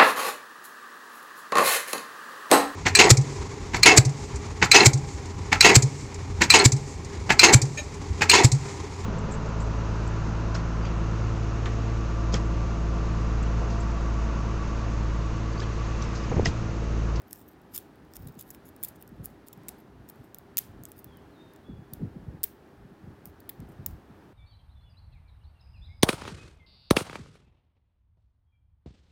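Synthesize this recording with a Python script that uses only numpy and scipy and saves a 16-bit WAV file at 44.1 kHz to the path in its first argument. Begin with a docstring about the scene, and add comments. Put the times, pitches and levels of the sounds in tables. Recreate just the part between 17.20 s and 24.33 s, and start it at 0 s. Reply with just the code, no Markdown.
"""A small room, the microphone close to a hand-held padlock whose pins are worked with a steel pick.
The clicks and short scrapes are nearly dry and very bright: sharp contacts and tiny burrs ring damped steel modes.
The hands nudge the table, whose soft low thuds glide down over a rumble; a fan adds coloured noise and unsteady tones.
Far off, a bird whistles faintly three times: gliding sines, blurred by many reflections."""
import sys
import numpy as np
from scipy import signal
from scipy.fft import rfft, irfft, next_fast_len
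from scipy.io import wavfile
from scipy.ndimage import uniform_filter1d, map_coordinates

SR = 44100
rng = np.random.default_rng(int(sys.argv[2]) if len(sys.argv) > 2 else 0)


def store_pcm(level_fs):
    """Save levels as 16-bit WAV."""
    pcm = np.round(np.clip(level_fs, -1, 1) * 32767).astype(np.int16)
    wavfile.write(sys.argv[1], SR, np.atleast_2d(pcm).T)


N = 314433  # samples

# pick and pins strike, close to the microphone; both levels are trimmed in clicks():
# start_s, level_db (above 10 kHz), body_rel_db (lock body, relative to level_db), slip_s
CLICKS = [(0.11, -49, 1, .0006), (.1294, -32.5, -1.5, 0.0025), (0.547, -33, -6, 0.0032),
          (.56, -29.5, -4.5, 0.0069), (0.5776, -25.5, -7.5, 0.0019), (.5859, -37, -7, 0.0034),
          (.9365, -49.5, 4, .0006), (.956, -46, 1.5, 0.0037), (.9672, -36.5, -5.5, .0004),
          (1.0714, -45, -0.5, 0.0033), (1.194, -41, -9, .003), (1.21, -36.5, -12, 0.0015),
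          (1.225, -46, -9, .0005), (1.304, -36.5, -4, 0.0072), (1.3474, -50.5, 4.5, .0015),
          (1.4885, -47, -9, 0.0028), (1.564, -49.5, -5, .0005), (1.6288, -32, -10, 0.0027),
          (1.6352, -22.5, -10.5, 0.003), (1.6407, -29.5, -8.5, 0.0056), (1.6472, -27, -12, 0.0034),
          (1.684, -36.5, -8, 0.0041), (1.8248, -42, -7, 0.0017), (1.877, -51, -2, 0.0013),
          (2.0571, -29, -11.5, 0.001), (2.2844, -43, -2, 0.00085), (2.3293, -41, -4.5, 0.0051),
          (2.4837, -33, 1.5, 0.0051), (2.4893, -34.5, -1, 0.0029), (2.889, -45.5, -4.5, .0007),
          (2.8984, -40, -5.5, 0.0029), (3.146, -37, -5, 0.00033), (3.1854, -39, -10.5, .0005),
          (3.3712, -20, -2.5, 0.00078), (3.3813, -21, -1.5, .0004), (3.3842, -17.5, -10, .004),
          (3.389, -19, -10, .0006), (3.6363, -42, -4.5, .0005), (3.6534, -40.5, 4, .0006),
          (3.718, -42.5, -2.5, .0004), (3.791, -44, -14, .0017), (3.844, -39, -10, 0.0011),
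          (3.971, -52, -9, .0006), (4.3356, -56, -3.5, 0.0011), (4.3606, -59, 5.5, 0.0026),
          (4.7353, -31.5, -8, 0.0023), (5.233, -31.5, -0.5, 0.00082), (5.2384, -16.5, -13, 0.00016),
          (5.2417, -18, -12, .0009), (6.056, -37, -8.5, 0.0016), (6.203, -48, -6, 0.0031),
          (6.292, -28.5, -6.5, 0.0053), (6.403, -55, 1.5, .0008), (6.662, -21, -8.5, 0.0024)]


def clicks(pin_db=1, body_db=-1.04, chatter=0.69, tilt_db=-1.0, tilt_db_per_s=1.5, slip_dull_db_per_ms=0.57):
    """A sharp contact, then micro-impacts as the pick slips; long slips are duller, later clicks brighter."""
    out = np.zeros(N)
    t = np.arange(SR // 80) / SR
    millisecond = SR / 1000  # in samples
    contacts = []
    for slip_s in np.transpose(CLICKS)[3]:
        skid = rng.standard_normal(len(t)) ** 3 * np.exp(-(t / slip_s) ** 2)  # cubing makes it spiky
        slip_ms = slip_s * SR / millisecond
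        force = chatter * slip_ms * skid / np.linalg.norm(skid)
        force[0] += 1  # the first contact
        contacts.append(np.convolve(force, steel_ring()))
    pins = band(contacts, 10000, 15900)
    bodies = band(contacts, 1450, 10000)
    for (s, db, rel_db, slip_s), pin, body in zip(CLICKS, pins, bodies):
        slip_ms = slip_s * SR / millisecond
        pin = brighten(pin, tilt_db + tilt_db_per_s * s - slip_dull_db_per_ms * slip_ms)
        for sound, level_db in ((pin, db + pin_db), (body, db + rel_db + body_db)):
            packed = sound * np.sqrt(millisecond / np.sum(sound ** 2))  # level: energy as if packed in 1 ms
            add(out, s, amp(level_db) * packed)
    return out


# ringing modes of pick, pins and lock body: pitch_hz, level_db, t60_s
STEEL = [(2070, -16.5, .003), (3600, -13.5, 0.0046), (5190, -12.5, 0.0061), (7060, -4, 0.0024),
         (8640, -2.5, 0.0027), (10200, -6, 0.001966), (11740, -4.5, 0.0048), (12500, -4, 0.0048),
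         (13550, -0.5, 0.0035), (14860, 3, 0.0032)]


def steel_ring(spread_db=2.5, detune=0.024, crack=0.84, crack_s=0.00064, bounce=0.1, bounce_s=0.00088):
    """One contact: a crack and a ring that the fingers damp at once, then its bounce off the table."""
    t = np.arange(SR // 100) / SR
    hz, db, t60 = np.transpose(STEEL)[:, :, None]
    size, shift, phase = rng.standard_normal((3, len(STEEL), 1))  # every contact point favours other modes
    decay = amp(db + spread_db * size - 60 * t / t60)
    modes = decay * np.sin(2 * np.pi * (hz * (1 + detune * shift) * t + phase))
    hiss = signal.lfilter([1, -0.6], [1], rng.standard_normal(len(t)))
    onset = 1 - np.exp(-t / 0.000085)
    ring = (modes.sum(axis=0) + crack * hiss * np.exp(-t / crack_s)) * onset
    return ring + bounce * np.pad(ring, (round(bounce_s * SR), 0))[:len(t)]


def brighten(sound, tilt_db):
    """Tilt the top octave, by tilt_db from 11.5 to 14.5 kHz."""
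    hz = np.fft.rfftfreq(len(sound), 1 / SR)
    slope = np.clip((hz - 11500) / 3000, -0.5, 1.2)
    return irfft(rfft(sound) * amp(tilt_db * slope), len(sound))


# the pick slides along the keyway; levels are trimmed in scrapes(): middle_s, length_s, level_db
SCRAPES = [(.10, 0.078, -56), (.179, 0.11, -59.5), (.295, 0.057, -59), (0.562, 0.054, -42),
           (0.958, 0.02, -49), (1.037, 0.21, -60), (1.205, 0.035, -47), (1.283, 0.054, -59.5),
           (1.344, 0.029, -58), (1.468, .04, -57), (1.658, .075, -54), (1.759, .015, -58),
           (1.809, .027, -59), (2.051, 0.026, -47), (2.277, 0.021, -56), (2.597, .03, -63.5),
           (2.895, .023, -51), (3.03, 0.13, -71), (3.699, 0.088, -63), (3.791, .04, -56),
           (6.071, 0.047, -59), (6.504, .05, -67)]


def scrapes(burrs_per_s=900, grain_db=5, level_db=-1, catch_rate=90, catch_db=5.5):
    """Sliding steel sticks and slips over tiny burrs, each of which rings the lock."""
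    out = np.zeros(N)
    t = np.arange(-SR // 8, SR // 8) / SR
    for s, length, db in SCRAPES:
        chance, size = rng.random(len(t)), rng.standard_normal(len(t))
        catching = catch_db * wobble(catch_rate)[:len(t)]
        burrs = (chance < burrs_per_s / SR) * amp(grain_db * size + catching)
        grit = signal.fftconvolve(burrs, steel_ring())[:len(t)]
        stroke = swell(t, length)
        rub = unit(grit * stroke) * np.sqrt(np.mean(stroke ** 2))
        add(out, s + t[0], amp(db + level_db) * rub)
    return out


LIGHT_WORK_S = 3  # until then the pick feels its way lightly


def ticks(count=28, level_db=-52, spread_db=3):
    """Springs and pins tick faintly at random moments while the pick feels its way."""
    out = np.zeros(N)
    for place, size in zip(rng.random(count), rng.standard_normal(count)):
        ring = steel_ring()
        add(out, place * LIGHT_WORK_S, amp(level_db + spread_db * size) * ring / np.abs(ring).max())
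    return out


# the hands knock the table, levels trimmed in table(): peak_s (when the push is strongest), level_db, pitch_hz (then)
THUDS = [(1.07, -35.5, 129), (1.175, -40.5, 196.6), (1.93, -39, 175.4), (2.009, -35.5, 122),
         (2.378, -43.5, 178.3), (3.004, -42, 121), (3.604, -40.5, 188), (3.864, -42.5, 148),
         (4.5, -35, 221), (4.537, -34.5, 121), (4.595, -36.5, 141.4), (4.735, -37, 130.3),
         (4.836, -23.5, 169.5), (4.968, -32, 195.4), (5.088, -30.5, 101), (5.149, -37, 135.6),
         (5.657, -42, 154.7), (5.723, -42.5, 187.5), (5.877, -39.5, 185.7), (6.397, -37.5, 175.7),
         (6.429, -38.5, 223.5), (6.599, -36, 125)]
# colour of the hands' rumble, only its shape counts: pitch_hz, level_db (per Hz)
RUMBLE = [(20, -18), (35, -7), (55, 5), (100, 0.5), (180, -7.5), (300, -17), (600, -38.5), (1500, -80)]
# the hands shift their grip on the lock, levels trimmed in table() and nudges(): middle_s, length_s, level_db
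GRIPS = [(1.04, 0.1206, -43), (1.98, .14, -45.5), (2.76, .12, -48.5), (3.56, 0.19, -48), (3.93, .12, -52),
         (4.57, 0.16, -43.5), (4.85, .11, -34.5), (5.08, 0.23, -44.5), (5.6, .12, -50.5),
         (5.87, 0.112, -44.5), (6.1, 0.054, -45.5), (6.45, .12, -43.5), (6.68, 0.15, -43),
         (6.91, 0.061, -47.5)]
RESTING_DB = -62.5  # the hands between shifts of grip, trimmed with the rumble


def table(thud_db=1.0, rumble_db=-6, travel_s=0.045, rise_s=0.008, fall_s=0.009, shake=0.3):
    """Bending waves carry higher tones faster, so each thud glides down; the shifting hands rumble under them."""
    out = np.zeros(N)
    t = np.arange(-SR // 40, SR // 10) / SR  # 0 at the peak of the push
    age = np.maximum(1 + t / travel_s, 0.1)
    shifts = sum(amp(db) * swell(np.arange(N) / SR - s, length) for s, length, db in GRIPS)
    effort = amp(RESTING_DB) + shifts
    rumble = effort * amp(rumble_db + 2.86 * wobble(14)) * noise(RUMBLE)
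    shudder = noise([(30, -19), (70, 0.5), (170, 2.5), (330, -1), (500, -9.5), (700, -28.0), (1500, -63)])
    for peak_s, db, hz in THUDS + nudges():
        cycles = -hz * travel_s / age  # the pitch falls as 1 / time squared
        push = np.exp(-np.abs(t / np.where(t < 0, rise_s, fall_s)) ** 1.03)
        push = push * np.minimum((t - t[0]) / 0.0093, 1)  # starts from silence
        add(out, peak_s + t[0], amp(db + thud_db) * push * np.sin(2 * np.pi * (cycles + rng.random())))
    # the top shakes on after each thud
    motion = np.sqrt(np.abs(uniform_filter1d(out ** 2, SR // 16, origin=SR // 100)))
    return out + shake * motion * shudder + rumble


def nudges(per_s=20, level_db=1, spread_db=2, pitch_hz=160, pitch_spread=0.17):
    """A shift of grip bumps the table lightly at uneven moments: rows like those of THUDS."""
    rows = []
    for s, length, db in GRIPS:
        bumps = max(round(per_s * length), 1)
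        places = (np.arange(bumps) + rng.random(bumps)) / bumps - 0.5
        for place, (size, tone) in zip(places, rng.standard_normal((bumps, 2))):
            bump_db = db + level_db + spread_db * size
            rows.append((s + place * length, bump_db, pitch_hz * np.exp(pitch_spread * tone)))
    return rows


# the room's echo of the lock, band by band: low_hz, high_hz, level_db, t60_s
ROOM = [(1500, 4330, -12.5, 0.366), (4500, 10500, -19.5, 0.276), (10080, 13200, -20.5, 0.18),
        (12920, 15900, -22, 0.23)]


def room(x, delay_s=0.003):
    """Diffuse echo: each band stores the energy it is fed and lets it die away as an uneven hiss."""
    out = np.zeros(N)
    for lo_hz, hi_hz, db, t60 in ROOM:
        keep = amp(-120 / (t60 * SR))  # energy left after one sample
        stored = signal.lfilter([1 - keep], [1, -keep], band(x, lo_hz, hi_hz) ** 2)
        hiss = unit(band(rng.standard_normal(N), lo_hz, hi_hz))
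        add(out, delay_s, amp(db + 1.5 * wobble(120)) * np.sqrt(stored) * hiss)
    return out


def near_wall(x, delay_s=0.0085, level_db=-29):
    """One nearby surface sends a single faint copy of the lock back to the microphone."""
    return amp(level_db) * np.pad(x, (round(delay_s * SR), 0))[:N]


# colour of the fan's rush, only its shape counts: pitch_hz, level_db (per Hz)
AIR = [(20, -32), (45, -8), (80, 0.5), (170, -0.5), (310, 1.5), (480, -7), (620, -9), (780, -8),
       (1050, -12.5), (1750, -16), (2200, -22.5), (4500, -30), (7500, -37.5), (16000, -38.5)]
# the fan's tones: pitch_hz, level_db
HUM = [(124, -79.5), (312, -68), (399, -64)]


def fan(rush_db=-54, drift=0.121):
    """A steady rush of air, as coloured noise, with a few slightly unsteady sine tones."""
    t = np.arange(N) / SR
    tones = np.zeros(N)
    for hz, db in HUM:
        tones += amp(db + 1.3 * wobble(3)) * np.sin(2 * np.pi * (hz * t + drift * wobble(4.6)))
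    return amp(rush_db + 1.0 * wobble(6.4)) * noise(AIR) + tones


# far whistles, each glides to a pitch and holds it; levels are trimmed in bird():
# start_s, length_s, glide_s, first_hz, last_hz, level_db
WHISTLES = [(3.866, 0.13, .125, 3550, 2955, -61.5), (4.11, .215, .06, 4350, 3660, -63),
            (4.43, 0.14, .03, 3330, 3390, -60)]


def bird(level_db=-1, quaver=0.0068, edge_db=-13):
    """Thin quavering sines, each loudest towards its middle."""
    out = np.zeros(N)
    for s, length, glide, first_hz, last_hz, db in WHISTLES:
        t = np.arange(round(length * SR)) / SR
        pitch = np.interp(t, [0, glide], [first_hz, last_hz]) * (1 + quaver * wobble(67)[:len(t)])
        level = db + level_db + edge_db * np.abs(2 * t / length - 1) + 1.4 * wobble(44)[:len(t)]
        tone = np.sin(2 * np.pi * np.cumsum(pitch) / SR)
        add(out, s, amp(level) * signal.windows.tukey(len(t), 0.15) * tone)
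    return out


def distant(x, wet_db=-3, t60=0.74):
    """Many faint reflections, as decaying noise, blur a far sound."""
    t = np.arange(SR // 3) / SR
    tail = rng.standard_normal(len(t)) * amp(-60 * t / t60)
    return x + amp(wet_db) * signal.fftconvolve(x, tail / np.linalg.norm(tail))[:N]


def amp(db):
    """Decibels to gain."""
    return 10 ** (np.asarray(db) / 20)


def unit(x):
    """Scale to rms 1."""
    return x / np.sqrt(np.mean(x ** 2) + 1e-20)


def swell(t, length):
    """A smooth rise and fall around t = 0."""
    return np.exp(-(2 * t / length) ** 2)


def along(points, hz):
    """(pitch_hz, value) points read on a log frequency axis."""
    f, v = np.transpose(points)
    return np.interp(np.log(hz + 1), np.log(f + 1), v)


def wobble(rate):
    """A smooth random curve, rate knots a second."""
    step = np.arange(0, N + 64, 64)  # computed every 64 samples, straight lines between
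    knots = rng.standard_normal(int(N * rate / SR) + 4)
    return np.interp(np.arange(N), step, map_coordinates(knots, [step * rate / SR]))


def filtered(x, response):
    """x times a response of frequency."""
    m = next_fast_len(N + SR // 2)
    return irfft(rfft(x, m) * response(np.fft.rfftfreq(m, 1 / SR)), m)[:N]


def band(x, lo_hz, hi_hz):
    """Causal band-pass."""
    edges = np.clip([lo_hz, hi_hz], 10, SR / 2 - 10)
    return signal.sosfilt(signal.butter(4, edges, "band", fs=SR, output="sos"), x)


def noise(spectrum):
    """Coloured noise of rms 1."""
    return unit(filtered(rng.standard_normal(N), lambda hz: amp(along(spectrum, hz))))


def add(track, s, sound):
    """Mix a sound into the track from time s."""
    i = max(round(s * SR), 0)
    part = track[i:i + len(sound)]
    part += sound[:len(part)]


def scene():
    """The near lock is almost dry; the bird is blurred by distance."""
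    lock = clicks() + scrapes() + ticks()
    echoes = near_wall(lock) + room(lock)
    return (lock + echoes + table() + fan() + distant(bird()))[None]


TOP_HZ = 16050  # the recorder's band limit


def record(dry):
    """The recorder cuts steeply above its band limit."""
    return filtered(dry[0], lambda hz: 1 / np.sqrt(1 + (hz / TOP_HZ) ** 120))[None]


dry = scene()
out = record(dry)
store_pcm(out)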